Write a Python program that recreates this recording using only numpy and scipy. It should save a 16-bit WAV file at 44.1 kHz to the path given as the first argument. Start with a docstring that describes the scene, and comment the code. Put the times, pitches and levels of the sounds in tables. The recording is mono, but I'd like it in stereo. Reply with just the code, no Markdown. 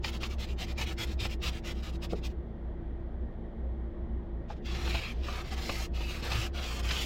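"""A plastic scraper clears frost from a windscreen, heard from inside the idling car.
Random ice fractures, shaped by the blade's speed, ring the glass: quick push-pull strokes, a pause, long sweeps.
Snags on hard ice add cracks, rings and thuds; a double knock on the trim falls near the end of the strokes.
Below lie the engine's wavering firing orders, rumble and thin whine, and the low boom of the cabin air."""
import sys
import numpy as np
from scipy import signal
from scipy.fft import rfft, irfft, next_fast_len
from scipy.io import wavfile
from scipy.ndimage import uniform_filter1d, map_coordinates

SR = 44100
rng = np.random.default_rng(int(sys.argv[2]) if len(sys.argv) > 2 else 0)


def to_wav(s):
    """Save 16-bit WAV."""
    ch = np.atleast_2d(s).T  # columns
    pcm = np.round(np.clip(ch, -1, 1) * 32767)  # PCM
    wavfile.write(sys.argv[1], SR, pcm.astype(np.int16))


N = 310905

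# Quick to-and-fro strokes. Each row: start in seconds, push length in seconds, push level in dB,
# return length in seconds, return level in dB.
QUICK_STROKES = [(0.022, 0.085, -38, 0.078, -42.0), (0.193, 0.086, -41.0, 0.079, -47),
                 (0.376, 0.083, -40.5, 0.088, -48.5), (0.57, 0.086, -41, 0.082, -44.5),
                 (0.762, 0.087, -35, 0.093, -41), (0.968, 0.082, -34.0, 0.1, -46),
                 (1.182, 0.094, -36, 0.078, -42), (1.408, 0.094, -33.5, 0.1, -47),
                 (1.63, 0.1, -39.5, 0.1, -55.5), (1.811, 0.1, -46, 0.065, -50.5),
                 (2.008, 0.053, -38, 0.018, -65), (2.081, 0.062, -47.5, 0.062, -51.5),
                 (2.221, 0.057, -40, 0.055, -56.7)]
# Long sweeps and light touches between them. Each row: start in seconds, length in seconds,
# level in dB, fizz in dB re level.
LONG_SWEEPS = [(4.474, 0.075, -50.5, -24.5), (4.537, 0.061, -61, -22), (4.63, 0.51, -38, -11.5),
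               (5.122, 0.11, -55.5, -17.7), (5.207, 0.23, -42.5, -11), (5.417, 0.094, -47, -12),
               (5.492, 0.064, -36.5, -12.5), (5.545, 0.33, -39, -7), (5.924, 0.3, -42.5, -8),
               (6.207, 0.28, -36, -8.5), (6.523, 0.3, -39.5, -8.5), (6.812, 0.293, -35.0, -7.5)]
# The blade lands or snags on hard ice. Each row: time in seconds, strength in dB, ring centre in Hz,
# ring trim in dB, thud trim in dB; snags() adds an overall level to crack, ring and thud.
ICE_SNAGS = [(0.044, -12.5, 2450, -11, -30), (0.231, -17, 2300, -9, -14), (1.251, -24.5, 2700, -10, -4.5),
             (4.501, -41, 820, 10, 7), (4.874, -23.5, 2450, -2, -8), (4.946, -21.5, 700, -6.5, -5),
             (5.283, -31, 1200, 6, 1.5), (5.693, -18.5, 1160, -1.5, -6), (6.316, -14, 2400, -7, -20),
             (6.908, -12.5, 2600, -16, -20.5)]
# The scraper bumps the trim below the glass. Each row: time in seconds, level in dB.
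TRIM_KNOCKS = [(2.122, -29), (2.132, -23.5)]
# Modes of the trim. Each row: frequency in Hz, level in dB, t60 in seconds.
TRIM_MODES = [(183, -3, 0.082), (358, 0, 0.056), (419, 1.5, 0.064), (538, -3, 0.025), (670, -1.5, 0.028),
              (760, -6, 0.032), (1260, -16, 0.042)]
# Modes of blade and glass pressed together. Each row: frequency in Hz, level in dB, t60 in seconds.
BLADE_MODES = [(687, 3, 0.049), (842, -1.5, 0.057), (1110, -2.5, 0.037), (1190, -7, 0.053), (2050, 0, 0.03),
               (2424, -3, 0.047), (2710, -8, 0.035)]
# Low resonances of the windscreen. Each row: centre in Hz, width in Hz, level in dB.
GLASS_MODES = [(471, 65, -0.5), (770, 93, 5), (878, 165, -3.5), (1221, 237, 5), (1760, 380, -10)]
# Spectra, level set elsewhere. Each row: frequency in Hz, relative density in dB per Hz.
RASP_SPECTRUM = [(300, -31.5), (900, -9.5), (1600, -12), (2100, -1.5), (2600, 2), (3300, -0.5),
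                 (4200, -4.5), (5300, -6.5), (7000, -18.5), (8600, -30.5), (12000, -54.5)]  # breaking ice
FIZZ_SPECTRUM = [(2500, -16), (5000, 6), (7000, 9), (8700, 0), (10500, -2.5), (13000, 0), (16000, -1.5)]  # thrown powder
FLEX_SPECTRUM = [(50, -11), (90, 8), (175, -1.5), (300, -18), (600, -47), (2000, -100)]  # windscreen flexing under the blade
THUD_SPECTRUM = [(150, 4.5), (450, -3), (800, -5.5), (1150, -7.5), (1600, -6), (3000, -26), (8000, -60.5)]  # glass answering a snag
RUMBLE_SPECTRUM = [(15, -8.5), (75, 5.5), (150, -5), (225, 0), (275, -9), (345, -2), (430, -9),
                   (650, -12.5), (1400, -28), (1950, -27.5), (2650, -41), (3300, -36.5), (5000, -53),
                   (8500, -65.5)]  # engine in the cabin
WHINE_SPECTRUM = [(1600, -91), (1800, -21), (1870, 8.5), (1940, -23.5), (2200, -89.5)]  # thin whine from the engine bay
# Firing orders at idle. Each row: multiple of the firing rate, level in dB.
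FIRING_ORDERS = [(1, -43), (2, -42), (4, -58), (5, -58), (6, -55), (8, -55.5), (12, -52)]
# Stereo balance of the engine. Each row: frequency in Hz, left minus right in dB.
ENGINE_LEAN = [(60, 0), (110, -2), (200, -4.5), (380, -1.5), (700, 0.5), (1290, -1), (2380, 1),
               (4400, -0.5), (8120, -0.5), (15000, 2)]
# Decay of the cabin. Each row: frequency in Hz, t60 in seconds.
CABIN_DECAY = [(200, 0.17), (2500, 0.047), (12000, 0.056)]
# Slow drift of the boom's left-right width. Each row: time in seconds, half the phase gap in radians.
BOOM_HALF_GAP = [(0, 0.76), (2.3, 0.71), (2.55, 1.28), (3.45, 1.32), (3.7, 0.94), (7.05, 0.67)]

# A push bites at once, a return gathers speed slowly; the two overlap at the turn.
PUSH_ATTACK_S, RETURN_ATTACK_S, BRAKE_S, TURN_S = 0.029, 0.043, 0.023, 0.005
SWEEP_ATTACK_S, SWEEP_RELEASE_S = 0.038, 0.038
# The arm presses hardest at this share of a sweep; the fizz peaks later as powder builds up.
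PRESS_SHARE, RASP_FALL_DB_PER_S, FIZZ_FALL_DB_PER_S, POWDER_LAG_S = 0.54, 24.5, 48, 0.03
POWDER_FLIGHT_S = 0.003  # thrown powder trails the blade
# The blade drags just before and after a movement; levels re the movement.
DRAG_RASP_DB, DRAG_FIZZ_DB, DRAG_FADE_S = -21, -31, 0.008
RING_FALL_DB_PER_OCT = 28  # with a mode's distance from the ring centre
FIRING_HZ, BOOM_HZ, TOP_HZ = 28.31, 61.6, 15850


def scraping(flex_db=-11, patchy_db=3, count=2):
    """Ice breaks at count places along the blade; uneven frost makes level and glass flutter."""
    rasp, fizz, body = quick_strokes() + long_sweeps()
    uneven = wobble(rate_hz=76)
    bite = rasp * amp(1.5 * uneven)
    powder = fizz * amp(1.1 * uneven)
    push = body * amp(0.51 * uneven + 2.3 * wobble(rate_hz=15))
    out = np.zeros((2, N))
    for _ in range(count):
        ice = fractures(per_second=4500, spread_db=4.5)
        sound = bite * coloured(ice, RASP_SPECTRUM)
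        sound += push * unit(filtered(ice, glass))
        sound += powder * coloured(fractures(per_second=3100, spread_db=5.5), FIZZ_SPECTRUM)
        sound += amp(flex_db) * rasp * coloured(ice, FLEX_SPECTRUM)
        out += travelling(patchy(sound, patchy_db))
    return out / np.sqrt(count)


def quick_strokes(fizz_db=-12.0, body_db=-9):
    """Gains of rasp, fizz and body: each stroke is a push, then a lighter return."""
    gains = np.zeros((2, N))
    for start_s, push_s, push_db, return_s, return_db in QUICK_STROKES:
        turn_s = start_s + push_s - TURN_S
        gains += amp(push_db) * movement(start_s, push_s, PUSH_ATTACK_S, BRAKE_S)
        gains += amp(return_db) * movement(turn_s, return_s, RETURN_ATTACK_S, BRAKE_S)
    rasp, fizz = gains
    return np.array([rasp, amp(fizz_db) * fizz, amp(body_db) * rasp])


def long_sweeps(body_db=-6):
    """Gains of rasp, fizz and body: the arm leans into thick frost and eases off, driving the glass harder."""
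    gains = np.zeros((2, N))
    for start_s, length_s, db, fizz_db in LONG_SWEEPS:
        past_s = clock() - start_s - PRESS_SHARE * length_s
        rasp_press_db = db - RASP_FALL_DB_PER_S * np.abs(past_s)
        fizz_press_db = db + fizz_db - FIZZ_FALL_DB_PER_S * np.abs(past_s - POWDER_LAG_S)
        press = amp([rasp_press_db, fizz_press_db])
        gains += press * movement(start_s, length_s, SWEEP_ATTACK_S, SWEEP_RELEASE_S)
    rasp, fizz = gains
    return np.array([rasp, fizz, amp(body_db) * rasp])


def movement(start_s, length_s, attack_s, release_s, grip=1.78, powder_speed=0.4, powder_range=0.5):
    """Rasp and fizz, 0-1: the blade gathers speed, holds and brakes; only a fast blade throws powder."""
    t = clock()
    near = np.abs(t - start_s - length_s / 2) < length_s
    since_s, until_s = t[near] - start_s, start_s + length_s - t[near]
    ramp = np.clip(np.minimum(since_s / attack_s, until_s / release_s), 0, 1)
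    speed = ramp * (2 - ramp)
    powder = np.clip((speed - powder_speed) / powder_range, 0, 1)
    powder = np.interp(since_s - POWDER_FLIGHT_S, since_s, powder)
    drag = np.exp(np.minimum(np.minimum(since_s, until_s), 0) / DRAG_FADE_S)
    gains = np.zeros((2, N))
    gains[:, near] = np.maximum([speed ** grip, powder],
                                [amp(DRAG_RASP_DB) * drag, amp(DRAG_FIZZ_DB) * drag])
    return gains


def fractures(per_second, spread_db):
    """Ice crystals break at random moments, a few much harder than the rest; rms 1."""
    breaks = rng.random(N) < per_second / SR
    signs = rng.choice([-1, 1], N)
    force = amp(spread_db * np.clip(rng.standard_normal(N), -2.5, 2.5))
    return unit(breaks * signs * force)


def glass(hz):
    """Response of the windscreen: band-pass resonances of alternating sign."""
    response = 0
    for k, (centre_hz, width_hz, db) in enumerate(GLASS_MODES):
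        damping = 1j * hz * width_hz
        response = response + (-1) ** k * amp(db) * damping / (centre_hz ** 2 - hz * hz + damping)
    return response


def travelling(x, paths_per_s=7):
    """The moving blade crossfades between new cabin paths, so the fine resonances keep shifting."""
    hop = SR // paths_per_s
    fade = np.sin(np.pi * np.arange(2 * hop) / (2 * hop))
    x, out = np.pad(x, (hop, 2 * hop)), np.zeros((2, N + SR))
    for i in range(0, N + hop, hop):
        heard = cabin(x[i:i + 2 * hop] * fade, direct_db=-12)
        out[:, i:i + heard.shape[1]] += heard
    return out[:, hop:hop + N]


def cabin(x, direct_db):
    """One path to both ears: a direct arrival and a short dense tail, direct_db re tail."""
    hz, t, z = signal.stft(rng.standard_normal((2, SR // 8)), SR, nperseg=256)
    decay = amp(-60 * t / along(CABIN_DECAY, hz)[:, None])
    path = signal.istft(z * decay, SR, nperseg=256)[1]
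    path /= np.linalg.norm(path, axis=1, keepdims=True)
    path[[0, 1], rng.integers(0, 20, 2)] += amp(direct_db)
    path /= np.linalg.norm(path, axis=1, keepdims=True)
    return signal.fftconvolve(x[None], path, axes=1)


def snags(ring_db=-6, crack_db=-14.0, thud_db=-4.5, crack_t60_s=0.059, build_s=0.0089):
    """Hard ice swells in noise and gives way: cracks, a short modal ring and a thud in the glass."""
    ring, crack, thud = np.zeros((3, N))
    t = np.arange(SR // 8) / SR
    swell = np.minimum(t / build_s, 1) ** 2
    after_s = np.maximum(t - build_s, 0)
    for time_s, db, centre_hz, tone_db, low_db in ICE_SNAGS:
        first = round((time_s - .006) * SR)  # the swell starts 6 ms early
        at, blow = slice(first, first + len(t)), amp(db) * swell
        for hz, mode_db, t60_s in BLADE_MODES:
            level_db = tone_db + mode_db - RING_FALL_DB_PER_OCT * abs(np.log2(hz / centre_hz))
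            ring[at] += blow * amp(level_db - 60 * after_s / t60_s) * np.sin(2 * np.pi * hz * t)
        crack[at] += blow * amp(-60 * after_s / crack_t60_s)
        thud[at] += blow * amp(low_db - 60 * after_s / crack_t60_s)
    ice = fractures(per_second=12000, spread_db=3.0)
    sound = amp(ring_db) * ring
    sound += amp(crack_db) * crack * coloured(ice, RASP_SPECTRUM)
    sound += amp(thud_db) * thud * coloured(ice, THUD_SPECTRUM)
    return cabin(sound, direct_db=5)[:, :N]


def knocks(crunch_db=-3, crunch_t60_s=0.023, onset_s=0.00094):
    """A dull double bump rings the plastic trim's modes, with a low noise crunch of packed snow."""
    out, t = np.zeros(N), np.arange(SR // 5) / SR
    snow = unit(filtered(rng.standard_normal(N), lambda hz: glass(hz) / (1 + 1j * hz / 900) ** 2))
    for time_s, db in TRIM_KNOCKS:
        at = slice(round(time_s * SR), round(time_s * SR) + len(t))
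        bump = amp(crunch_db - 60 * t / crunch_t60_s) * snow[at]
        for hz, mode_db, t60_s in TRIM_MODES:
            bump += amp(mode_db - 60 * t / t60_s) * np.sin(2 * np.pi * (hz * t + rng.random()))
        out[at] += amp(db) * bump * (1 - np.exp(-t / onset_s))
    return cabin(out, direct_db=11.5)[:, :N]


def engine(rumble_db=-41, whine_db=-72, waver_db=3, slip_rad=0.091):
    """Unsteady sine firing orders over broad mechanical noise and a narrow noise whine."""
    turn = 2 * np.pi * np.cumsum(FIRING_HZ * (1 + 0.00489 * wobble(rate_hz=5))) / SR
    hum = np.zeros((2, N))
    for k, db in FIRING_ORDERS:
        for side in hum:
            # uneven firing smears the high orders most
            phase = k * (turn + slip_rad * wobble(rate_hz=28)) + 0.89 * wobble(rate_hz=2.044)
            level_db = db + waver_db * np.log10(k) * wobble(rate_hz=6.5)
            side += np.sqrt(2) * amp(level_db) * np.sin(phase)
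    noise = np.array([patchy(rng.standard_normal(N), depth_db=1.86) for _ in hum])
    rumble = amp(rumble_db) * coloured(noise, RUMBLE_SPECTRUM)
    whine = amp(whine_db) * coloured(rng.standard_normal((2, N)), WHINE_SPECTRUM)
    return filtered(hum + rumble + whine, lambda hz: amp(np.outer([.5, -.5], along(ENGINE_LEAN, hz))))


def boom(level_db=-34, drift=0.0575, wander_rad=0.31):
    """The cabin's lowest air resonance: a sine of wandering pitch, slightly wavering level and drifting width."""
    turn = 2 * np.pi * np.cumsum(BOOM_HZ * (1 + drift * wobble(rate_hz=14))) / SR
    apart = np.interp(clock(), *np.transpose(BOOM_HALF_GAP)) + wander_rad * wobble(rate_hz=9)
    level = np.sqrt(2) * amp(level_db + 1.7 * wobble(rate_hz=23))
    return level * np.sin([turn + apart, turn - apart])


def patchy(x, depth_db):
    """x with a colour that drifts in patches a few hundred Hz wide."""
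    z = signal.stft(x, nperseg=512)[2]
    field = uniform_filter1d(uniform_filter1d(rng.standard_normal(z.shape), 3, 0), 9, 1)
    hz = np.fft.rfftfreq(512, 1 / SR)[:, None]
    depth = depth_db / (1 + hz / 6000)  # the highs stay smoother
    return signal.istft(z * amp(depth * unit(field)), nperseg=512)[1][:N]


def amp(db):
    """Decibels to gain."""
    return 10 ** (np.asarray(db) / 20)


def unit(x):
    """Scale to rms 1."""
    return x / np.sqrt(np.mean(x ** 2) + 1e-20)


def along(points, hz):
    """Read (Hz, value) points on a log axis."""
    f, v = np.transpose(points)
    return np.interp(np.log(hz + 1), np.log(f + 1), v)


def clock():
    """Time of every sample in seconds."""
    return np.arange(N) / SR


def wobble(rate_hz):
    """A smooth random curve, rate_hz knots a second."""
    knots = rng.standard_normal(int(N * rate_hz / SR) + 4)
    return map_coordinates(knots, [clock() * rate_hz])


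def filtered(x, response):
    """x times a response of frequency."""
    m = next_fast_len(N + SR // 2)
    return irfft(rfft(x, m) * response(np.fft.rfftfreq(m, 1 / SR)), m)[..., :N]


def coloured(x, spectrum):
    """x shaped by the given spectrum, at rms 1."""
    return unit(filtered(x, lambda hz: amp(along(spectrum, hz))))


def scene():
    """Scraper on the glass, engine and boom below."""
    return scraping() + snags() + knocks() + engine() + boom()


def record(dry):
    """Remove everything from the band limit up."""
    return filtered(dry, lambda hz: hz < TOP_HZ)


dry = scene()
out = record(dry)
to_wav(out)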